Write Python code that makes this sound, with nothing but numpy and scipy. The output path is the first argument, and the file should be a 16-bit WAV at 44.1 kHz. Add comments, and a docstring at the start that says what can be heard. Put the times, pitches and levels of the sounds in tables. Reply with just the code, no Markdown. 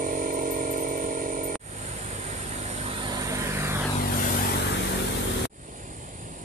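"""Dusk on a road through rice paddies, in three parts; insects sing throughout, and a near bush cricket
through the first two. At the start a small one-cylinder engine is already droning, one exhaust puff per
firing, while small metal pieces jingle. After a click the second part fades in: something chirps once,
and a motorbike rides past from right to left on hissing tyres, its pitch dropping, while a second one
draws near behind it. After another click the last part fades in, with only far engines and insects."""
import sys
import numpy as np
from scipy import signal
from scipy.fft import rfft, irfft
from scipy.io import wavfile
from scipy.ndimage import uniform_filter1d

SR = 44100
rng = np.random.default_rng(int(sys.argv[2]) if len(sys.argv) > 2 else 0)


def wrap_up_sound(samples):
    """Save the sound to the file named by the first command line argument, as 16-bit audio."""
    columns = np.atleast_2d(samples).T
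    # keep every value between -1 and 1, then stretch to whole-number steps
    tamed = np.clip(columns, -1, 1)
    steps = np.round(tamed * 32767).astype(np.int16)
    wavfile.write(sys.argv[1], SR, steps)


N = 283999
TIME = np.arange(N) / SR
BIN_HZ = np.fft.rfftfreq(1024, 1 / SR)[:, None]
MIC_GAP_S = 0.00052  # time sound takes from the left microphone to the right one

# The three parts. Each row: start in seconds, end in seconds.
PARTS = [(-1, 1.557), (1.594, 5.458), (5.496, 7)]
# A motorbike's tyre and engine noise from the front. Each row: pitch in Hz, left and right level in dB.
ROAR = [(30, -74, -74), (60, -69, -66), (106, -69, -65), (220, -60.5, -69), (327, -72.5, -72.5),
        (490, -71.5, -67.5), (660, -67, -67.5), (840, -73.5, -75), (1010, -68, -62), (1140, -79, -76.5),
        (1260, -72.5, -65), (1700, -68, -67), (1830, -76, -63), (2070, -69, -74), (3000, -72.5, -75),
        (3870, -70, -72.5), (4700, -77, -78), (6500, -80.5, -81), (11560, -73, -84), (14400, -101, -100)]


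def amp(db):
    """Turns decibels into a number to multiply by."""
    return 10 ** (np.asarray(db) / 20)


def unit(x):
    """Scales a signal to an average size (rms) of 1."""
    return x / np.sqrt(np.mean(x ** 2) + 1e-20)


def curves(rows):
    """Joins a table's values by straight lines through time."""
    seconds, *columns = np.transpose(rows)
    return [np.interp(TIME, seconds, column) for column in columns]


def colour(rows):
    """Turns a table of pitches and levels into left and right gains for every pitch."""
    hz, *sides = np.transpose(rows)
    return amp([np.interp(np.log(BIN_HZ + 1), np.log(hz), side) for side in sides])


def wander(rate):
    """A smooth random wobble, with up to about this many changes a second."""
    hz = np.fft.rfftfreq(N, 1 / SR)
    return unit(irfft(rfft(rng.standard_normal(N)) * np.exp(-(hz / rate) ** 2), N))


def during(part):
    """1 while this part plays and just after, otherwise 0."""
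    start, end = PARTS[part]
    return (TIME >= start) & (TIME < end + .03)


def delayed(x, seconds):
    """Makes both sides late by a delay that may change."""
    return np.array([np.interp(TIME - seconds, TIME, side) for side in x])


def noise(gain, bearing, direct, patchy_db):
    """Patchy noise: the direct share comes from a bearing (-1 left, +1 right), the rest from all round."""
    white = rng.standard_normal((3, N)) * np.sqrt(SR / 2)
    _, t, (source, left, other) = signal.stft(white, SR, nperseg=1024, noverlap=768)
    alike = np.sinc(2 * BIN_HZ * MIC_GAP_S)  # long waves reach both sides alike
    around = np.array([left, alike * left + np.sqrt(1 - alike ** 2) * other])
    shift = np.exp(1j * np.pi * BIN_HZ * MIC_GAP_S * np.interp(t, TIME, bearing * np.ones(N)))
    share = np.clip(direct / (1 + (BIN_HZ / 4200) ** 4), 0, 1)
    mix = np.sqrt(share) * np.array([source / shift, source * shift]) + np.sqrt(1 - share) * around
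    patches = uniform_filter1d(rng.standard_normal(source.shape), size=3, axis=0)
    patches = unit(uniform_filter1d(patches, size=10, axis=1))
    return signal.istft(mix * gain * amp(patchy_db * patches), SR, nperseg=1024, noverlap=768)[1][:, :N]


def fuzzy_tone(hz, width_hz):
    """A narrow band of noise around a pitch, as complex numbers."""
    blur = wander(width_hz) + 1j * wander(width_hz)
    return blur * np.exp(2j * np.pi * np.cumsum(hz * np.ones(N)) / SR)


def from_bearing(tone, hz, bearing):
    """Places a complex tone left or right: it reaches the nearer microphone first."""
    return np.array([(tone * np.exp(1j * np.pi * side * hz * MIC_GAP_S * bearing)).real
                     for side in (-1, 1)])


def firings(hz, unsteady):
    """Counts the firings of an engine whose speed wavers a little."""
    return np.cumsum(hz * (1 + unsteady * wander(rate=12.3))) / SR


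def exhaust(turns, tones, lag, rough, limp=0):
    """One puff per firing. The left is lag firings late; rough varies the force, limp alternates it."""
    multiples, levels_db = np.transpose(tones)
    shape_db = np.interp(abs(np.fft.fftfreq(128, 1 / 128)), multiples, levels_db)
    phase = -signal.hilbert(np.log(amp(shape_db))).imag  # each puff starts sharply, then dies away
    count = np.arange(int(turns[-1]) + 2)
    force = 1 + np.interp(turns, count, rough * rng.standard_normal(len(count)) + limp * (-1) ** count)
    cycle = np.linspace(0, 1, 1025)
    puff = unit(sum(amp(db) * np.cos(2 * np.pi * multiple * cycle + phase[int(multiple)])
                    for multiple, db in zip(multiples, levels_db)))
    return force * np.array([np.interp((turns + side * lag / 2) % 1, cycle, puff) for side in (-1, 1)])


def background_gain(column):
    """Turns one background sound up or down for each part."""
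    # One row per part. Each row: level change in dB for the open air, the insect chorus, the cricket.
    changes = [(-0.5, 2.5, -5.5), (1, 3.5, -7), (0, -1, -35)]
    return sum(amp(row[column]) * during(part) for part, row in enumerate(changes))


def paddies():
    """Far traffic murmurs in the open air, and many insects blend into a high chorus."""
    # Open air with far traffic. Each row: pitch in Hz, left and right level in dB.
    open_air = [(10, -80, -59), (25, -65, -76), (55, -69, -81), (107, -65, -62.5), (190, -72.5, -75),
                (350, -74.5, -72.5), (573, -75, -74), (975, -78.5, -78), (1220, -81, -83.5),
                (1580, -87, -86), (1850, -82, -85), (2250, -88, -86.5), (3720, -86, -90),
                (4900, -88.5, -92), (6000, -100, -97), (12000, -110, -110)]
    # The insects' song. Each row: pitch in Hz, width in Hz, left and right level in dB.
    insect_bands = [(7250, 254, -82.5, -80.5), (8950, 480, -87.5, -76), (10200, 410, -82.5, -85.5)]
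    power = sum(amp(sides)[:, None, None] ** 2 * np.exp(-.5 * ((BIN_HZ - hz) / width) ** 2)
                for hz, width, *sides in insect_bands)
    chorus = noise(np.sqrt(power), bearing=0, direct=0, patchy_db=2.5) * amp(wander(rate=110))
    air = noise(colour(open_air), bearing=0.72, direct=0.9, patchy_db=1.5)
    return air * background_gain(column=0) + chorus * background_gain(column=1)


def cricket(ring_hz=8950, strokes_per_s=120, stroke_width=0.21, sag_hz=300):
    """A bush cricket on the right: uneven strokes make its wing ring, the pitch sagging in each one."""
    # How its song swells. Each row: time in seconds, relative level in dB.
    loudness = [(1.85, -33), (1.87, -36), (3.4, -30), (3.47, -37), (4.0, -35)]
    turns = np.cumsum(strokes_per_s * (1 + 0.052 * wander(rate=39))) / SR
    within = turns % 1 - .5
    force_db = 2.2 * rng.standard_normal(N)[turns.astype(int)]
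    strokes = np.exp(-.5 * (within / stroke_width) ** 2) * amp(force_db)
    singing = np.clip((wander(rate=20) + 2) * 2, 0, 1)  # rare pauses
    throb = 1 + 0.2 * np.sin(2 * np.pi * 18.2 * TIME)
    wing = np.sin(2 * np.pi * np.cumsum(ring_hz - sag_hz * within + 110 * wander(rate=900)) / SR)
    song = unit(strokes * singing * throb * wing) * amp(curves(loudness)[0])
    return song * background_gain(column=2) * amp([[-20], [3]])


def chirp(at_s=2.73, half_length_s=0.035):
    """One short, high chirp on the left, probably a small bird."""
    swell = np.exp(-((TIME - at_s) / half_length_s) ** 2)
    return fuzzy_tone(hz=5600, width_hz=90).real * swell * amp([[-49], [-61]])


def far_engine(hz=53.8, bearing=0.87):
    """An engine far up the road: only its low exhaust tones carry this far."""
    # Its exhaust. Each row: multiple of the firing rate, relative level in dB.
    tones = [(1, 4.5), (2, 0), (3, 3), (4, -10), (5, 0), (6, -3.5), (7, -3.5)]
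    turns = firings(hz, unsteady=0.0042)
    return exhaust(turns, tones, lag=bearing * MIC_GAP_S * hz, rough=0.36) * amp(-47.5)


def jingles(spread_hz=400, tone_count=9, rise_s=0.01, ring_s=0.11):
    """Each touch of metal rings a cluster of very high tones, which flutter as the pieces chatter."""
    # The touches. Each row: start in seconds, strength in dB, middle pitch in Hz.
    touches = [(.04, -46, 13300), (.115, -44, 13100), (.32, -37, 13300), (.4, -41, 13800),
               (0.504, -24, 13100), (.55, -36, 13800), (.7, -27.5, 13000), (.76, -34, 13200),
               (.797, -28, 13100), (.88, -33, 13300), (.96, -36, 13100), (1.02, -44, 13200),
               (1.429, -23, 13100)]
    out, t = np.zeros(N), np.arange(SR // 4) / SR
    for start, db, hz in touches:
        offsets = rng.standard_normal(tone_count)
        ring = sum(np.sin(2 * np.pi * (hz + spread_hz * offset) * t + offset * np.pi)
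                   for offset in offsets)
        swell = amp(db - 60 * t / ring_s) * (1 - np.exp(-t / rise_s)) ** 2
        first = round(start * SR)
        out[first:first + len(t)] += unit(ring) * swell
    chatter = unit(amp(5 * wander(rate=450)))
    return out * chatter * amp([[3.5], [-8]])


def casing(turns, scatter=0.85, bearing=0.77, rattle=0.059):
    """Each firing knocks the engine's casing, never twice alike, and loose parts rattle it in between."""
    # The casing's ringing tones. Each row: pitch in Hz, width in Hz, left and right level in dB.
    tones = [(1377, 74, -51.5, -46.5), (2293, 115, -45, -57)]
    chance = rng.standard_normal(N) + 1j * rng.standard_normal(N)
    knocks = np.diff(np.floor(turns), prepend=0) * (1 + scatter * chance) + rattle * chance
    out = np.zeros((2, N))
    for hz, width_hz, *sides in tones:
        pole = np.exp((2j * np.pi * hz - np.pi * width_hz) / SR)
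        ring = signal.lfilter([1], np.poly([pole, pole]), knocks)
        out += unit(from_bearing(ring, hz, bearing)) * amp(sides)[:, None]
    return out


def droning_engine(hz=46.06):
    """A steady engine on the right: exhaust puffs, clatter that swells with each firing, a ringing case."""
    # Its loudness. Each row: time in seconds, level in dB.
    loudness = [(0, -30.5), (.5, -30.5), (.9, -31), (1.55, -33.5)]
    # Its exhaust. Each row: multiple of the firing rate, relative level in dB.
    tones = [(1, -11), (2, -8), (3, -4.5), (4, -16), (5, -20.5), (6, 3.5), (7, 2.5), (8, -5.5), (9, 5),
             (10, 6.5), (11, -4.5), (12, -4.5), (13, 2), (14, 4.5), (15, -18), (16, -31), (17, -17.5),
             (18, -11), (19, -18.5), (20, -6.5), (21, -8), (22, -7.5), (23, -16), (24, -18)]
    # Its moving parts. Each row: pitch in Hz, left and right level in dB.
    clatter_levels = [(60, -74, -77), (130, -66, -65), (211, -82, -93), (375, -66.5, -57),
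                      (700, -73, -65.5), (1025, -63.5, -82), (1190, -88, -99), (1690, -101, -98),
                      (1810, -75, -77), (1920, -74.5, -77.5), (2700, -82, -79.5), (3000, -79, -101),
                      (3500, -79, -87), (4130, -81.5, -78.5), (4770, -85.5, -94), (6100, -81, -87),
                      (11300, -89, -105), (12700, -104, -112)]
    db, = curves(loudness)
    turns = firings(hz, unsteady=.0015)
    pipe = exhaust(turns, tones, lag=0.61 * MIC_GAP_S * hz, rough=0.024, limp=0.03)
    pipe *= amp(db) * amp([[-.6], [2]])
    beat = unit(1 + np.exp(-(turns % 1) / 2.5))
    clatter = noise(colour(clatter_levels), bearing=0.76, direct=0.98, patchy_db=1.5)
    return pipe + clatter * beat * amp(db - db.mean() - 2.5) + casing(turns) * amp(-0.3)


def second_bike(bearing=0.96, final_distance_m=8.3, speed_m_per_s=11.9):
    """A bike closing in from the right: its pitch creeps up while exhaust and tyres grow louder."""
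    # Its engine speed. Each row: time in seconds, firings per second.
    firing_rate = [(2.5, 36.6), (4.2, 37.3), (5.45, 37.8)]
    # Its exhaust. Each row: multiple of the firing rate, relative level in dB.
    tones = [(1, 1.5), (2, 8.5), (3, 7.5), (4, 0.5), (5, -7.5), (6, -14.5), (7, 5), (8, -13), (9, 2),
             (10, 9), (11, 0.5), (12, 3), (13, 1.5), (14, 2), (15, -5.5)]
    seconds_left = np.maximum(PARTS[1][1] - TIME, 0)
    nearness = final_distance_m / (final_distance_m + speed_m_per_s * seconds_left)
    hz, = curves(firing_rate)
    turns = firings(hz, unsteady=0.0042)
    pipe = exhaust(turns, tones, lag=bearing * MIC_GAP_S * hz, rough=0.14) * amp(-30)
    tyres = noise(colour(ROAR), bearing, direct=0.91, patchy_db=1) * amp(-6.5)
    return (pipe + tyres) * nearness


BIKE_M_PER_S, SOUND_M_PER_S = 12.7, 343


def ride(nearest_s=3.97, nearest_m=6.4):
    """The passing bike: metres past us, nearness (up to 1), approach (+1 coming, -1 going), bearing."""
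    # Its direction. Each row: time in seconds, bearing from -1 (left) to +1 (right).
    bearings = [(1.7, 0.64), (2.8, 0.61), (3.3, 0.3), (3.8, 0.23), (4.0, -0.85), (4.3, -0.74), (4.7, -0.97),
                (5.45, -0.99)]
    past_m = BIKE_M_PER_S * (TIME - nearest_s)
    distance_m = np.hypot(past_m, nearest_m)
    return past_m, nearest_m / distance_m, -past_m / distance_m, curves(bearings)[0]


def road_echo(x, lowest_hz=340, hz_per_m=130, longest_at_m=3.8):
    """The road's dull echo cancels some pitches; these gaps sweep down as the bike passes, then up."""
    past_m, nearness, approach, _ = ride()
    strength = 0.5 * nearness * np.clip(1.3 + approach, .4, 1.3)
    first_gap_hz = np.hypot(lowest_hz, hz_per_m * (past_m - longest_at_m))
    dull = signal.filtfilt(*signal.butter(2, 4500, fs=SR), x)
    return x + strength * delayed(dull, .5 / first_gap_hz)


def shade_middle(x, edges_hz=(510, 2450)):
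    """The middle pitches of the bike's noise swell and dip on each side as it crosses in front."""
    # The swells and dips. Each row: time in seconds, left and right change in dB.
    changes = [(2.7, 5.5, 4), (3.1, 3.5, 8), (3.45, 0, 7), (3.72, 3.5, 1), (4.0, 3, -6), (4.2, 1.5, -5),
               (4.38, -0.5, -2.5), (4.6, 3.5, 3), (5.4, -2, -0.5)]
    middle = signal.sosfiltfilt(signal.butter(2, edges_hz, "bandpass", fs=SR, output="sos"), x)
    return x + middle * (amp(curves(changes)) - 1)


def bike_exhaust(firing_hz=48.9, wall_echo_s=0.00835, longest_at_m=3.74, wall_stretch_m=7.5):
    """The pitch drops and the pipe turns to us as it passes; a wall's echo lifts and cancels its tones."""
    # The exhaust from the front and from behind. Each row: multiple of the firing rate, level in dB.
    front_tones = [(1, -3), (2, 1.5), (3, 1), (4, -4), (5, -2.5), (6, -14.5), (7, -32), (8, -20.5),
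                   (9, -14), (10, -19.5), (11, -16), (12, -10.5)]
    rear_tones = [(1, 1.5), (2, 4.5), (3, -4.5), (4, 0.5), (5, 0.5), (6, -4.5), (7, -6.5), (8, -8.5),
                  (9, -4), (10, -12), (11, -26.5), (12, -10), (13, -24), (14, -18.5)]
    past_m, nearness, approach, bearing = ride()
    hz = firing_hz / (1 - approach * BIKE_M_PER_S / SOUND_M_PER_S)
    turns = firings(hz, unsteady=.003 + .005 * np.maximum(-approach, 0))
    lag = bearing * MIC_GAP_S * hz
    front = exhaust(turns, front_tones, lag, rough=.06)
    rear = exhaust(turns, rear_tones, lag, rough=.14)
    pipe = front + (rear - front) * (1 - approach) / 2
    echo_s = wall_echo_s / np.hypot(1, (past_m - longest_at_m) / wall_stretch_m)
    pipe = pipe + 0.52 * delayed(pipe, echo_s)
    return pipe * nearness ** 0.79 * amp(-28.5 - 3 * approach), turns


def tyre_whoosh(behind, front_hz=1821, nearest_hz=679, rear_hz=1100):
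    """The tyres' whoosh swells and dips in pitch just as the bike goes by."""
    _, nearness, _, bearing = ride()
    far_hz = front_hz + (rear_hz - front_hz) * behind
    hz = far_hz + (nearest_hz - far_hz) * nearness ** 6.5
    whoosh = from_bearing(fuzzy_tone(hz, width_hz=600), hz, bearing)
    return whoosh * amp(-34 - 1.5 * behind) * nearness ** 1.5


def motorbike(rear_view_m=1.282, blend_m=1.92, flare_db=3.8, flare_at_m=3.7, flare_width_m=2.6):
    """The passing bike: exhaust, tyre whoosh, a roar thrown forwards and a hiss thrown backwards."""
    # Tyre and engine noise from behind. Each row: pitch in Hz, left and right level in dB.
    hiss_levels = [(30, -71, -72), (65, -61, -64), (150, -64, -67), (250, -58, -65), (418, -61, -69),
                   (694, -66, -62.5), (1420, -65.5, -65), (2640, -73, -75.5), (3400, -67.5, -72.5),
                   (4300, -76, -76.5), (6400, -73, -78.5), (8600, -72, -70.5), (10200, -72.5, -75.5),
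                   (11000, -64.5, -93), (12550, -70.5, -82), (14400, -74.5, -99)]
    past_m, nearness, _, bearing = ride()
    pipe, turns = bike_exhaust()
    behind = .5 + .5 * np.tanh((past_m - rear_view_m) / blend_m)  # 0 = we hear its front, 1 = its rear
    roar = noise(colour(ROAR), bearing, direct=0.78, patchy_db=2.8)
    roar *= amp(-0.2 - 6.3 * behind) * nearness ** 0.89
    # The hiss flares as the rear wheel and pipe swing into view; beamed backwards, it fades slowly.
    flare = amp(flare_db * np.exp(-((past_m - flare_at_m) / flare_width_m) ** 2))
    hiss = noise(colour(hiss_levels), bearing, direct=0.57, patchy_db=2.8)
    hiss *= amp(-16.5 + 16.97 * behind) * flare * nearness ** 0.45
    throb = unit(1 + 0.046 * np.cos(2 * np.pi * turns))
    return pipe + tyre_whoosh(behind) + shade_middle(road_echo(roar + hiss)) * throb


def scene():
    """Adds up all the sources, each engine in its own part."""
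    bikes = (motorbike() + second_bike()) * during(part=1)
    far = far_engine() * during(part=2)
    drone = droning_engine() * during(part=0)
    return drone + bikes + far + paddies() + cricket() + chirp() + jingles()


def clicks(rise_s=0.00013):
    """A tiny one-sided blip of pressure ends each of the first two parts."""
    # The blips. Each row: start in seconds, height (1 is full scale).
    blips = [(1.5557, -0.19), (5.454, -0.21)]
    out = np.zeros(N)
    for start, height in blips:
        age = np.maximum(TIME - start, 0) / rise_s
        out += height * age * np.exp(1 - age)
    return out


def record(dry, fade_in_s=0.27, fade_out_s=0.0039, lowest_hz=35, highest_hz=14270):
    """Trims deep rumble and top treble; between parts the sound stops with a click, then fades back in."""
    lean = signal.sosfilt(signal.butter(4, lowest_hz, "highpass", fs=SR, output="sos"), dry)
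    fade = np.zeros(N)
    for start, end in PARTS:
        rise = np.clip((TIME - start) / fade_in_s, 0, 1) ** 0.69
        fade += rise * np.exp(-np.maximum(TIME - end, 0) / fade_out_s)
    low_pass = signal.firwin(601, highest_hz, window=("kaiser", 9), fs=SR)
    return signal.oaconvolve(lean * fade + clicks(), low_pass[None], "same", axes=1)


dry = scene()
out = record(dry)
wrap_up_sound(out)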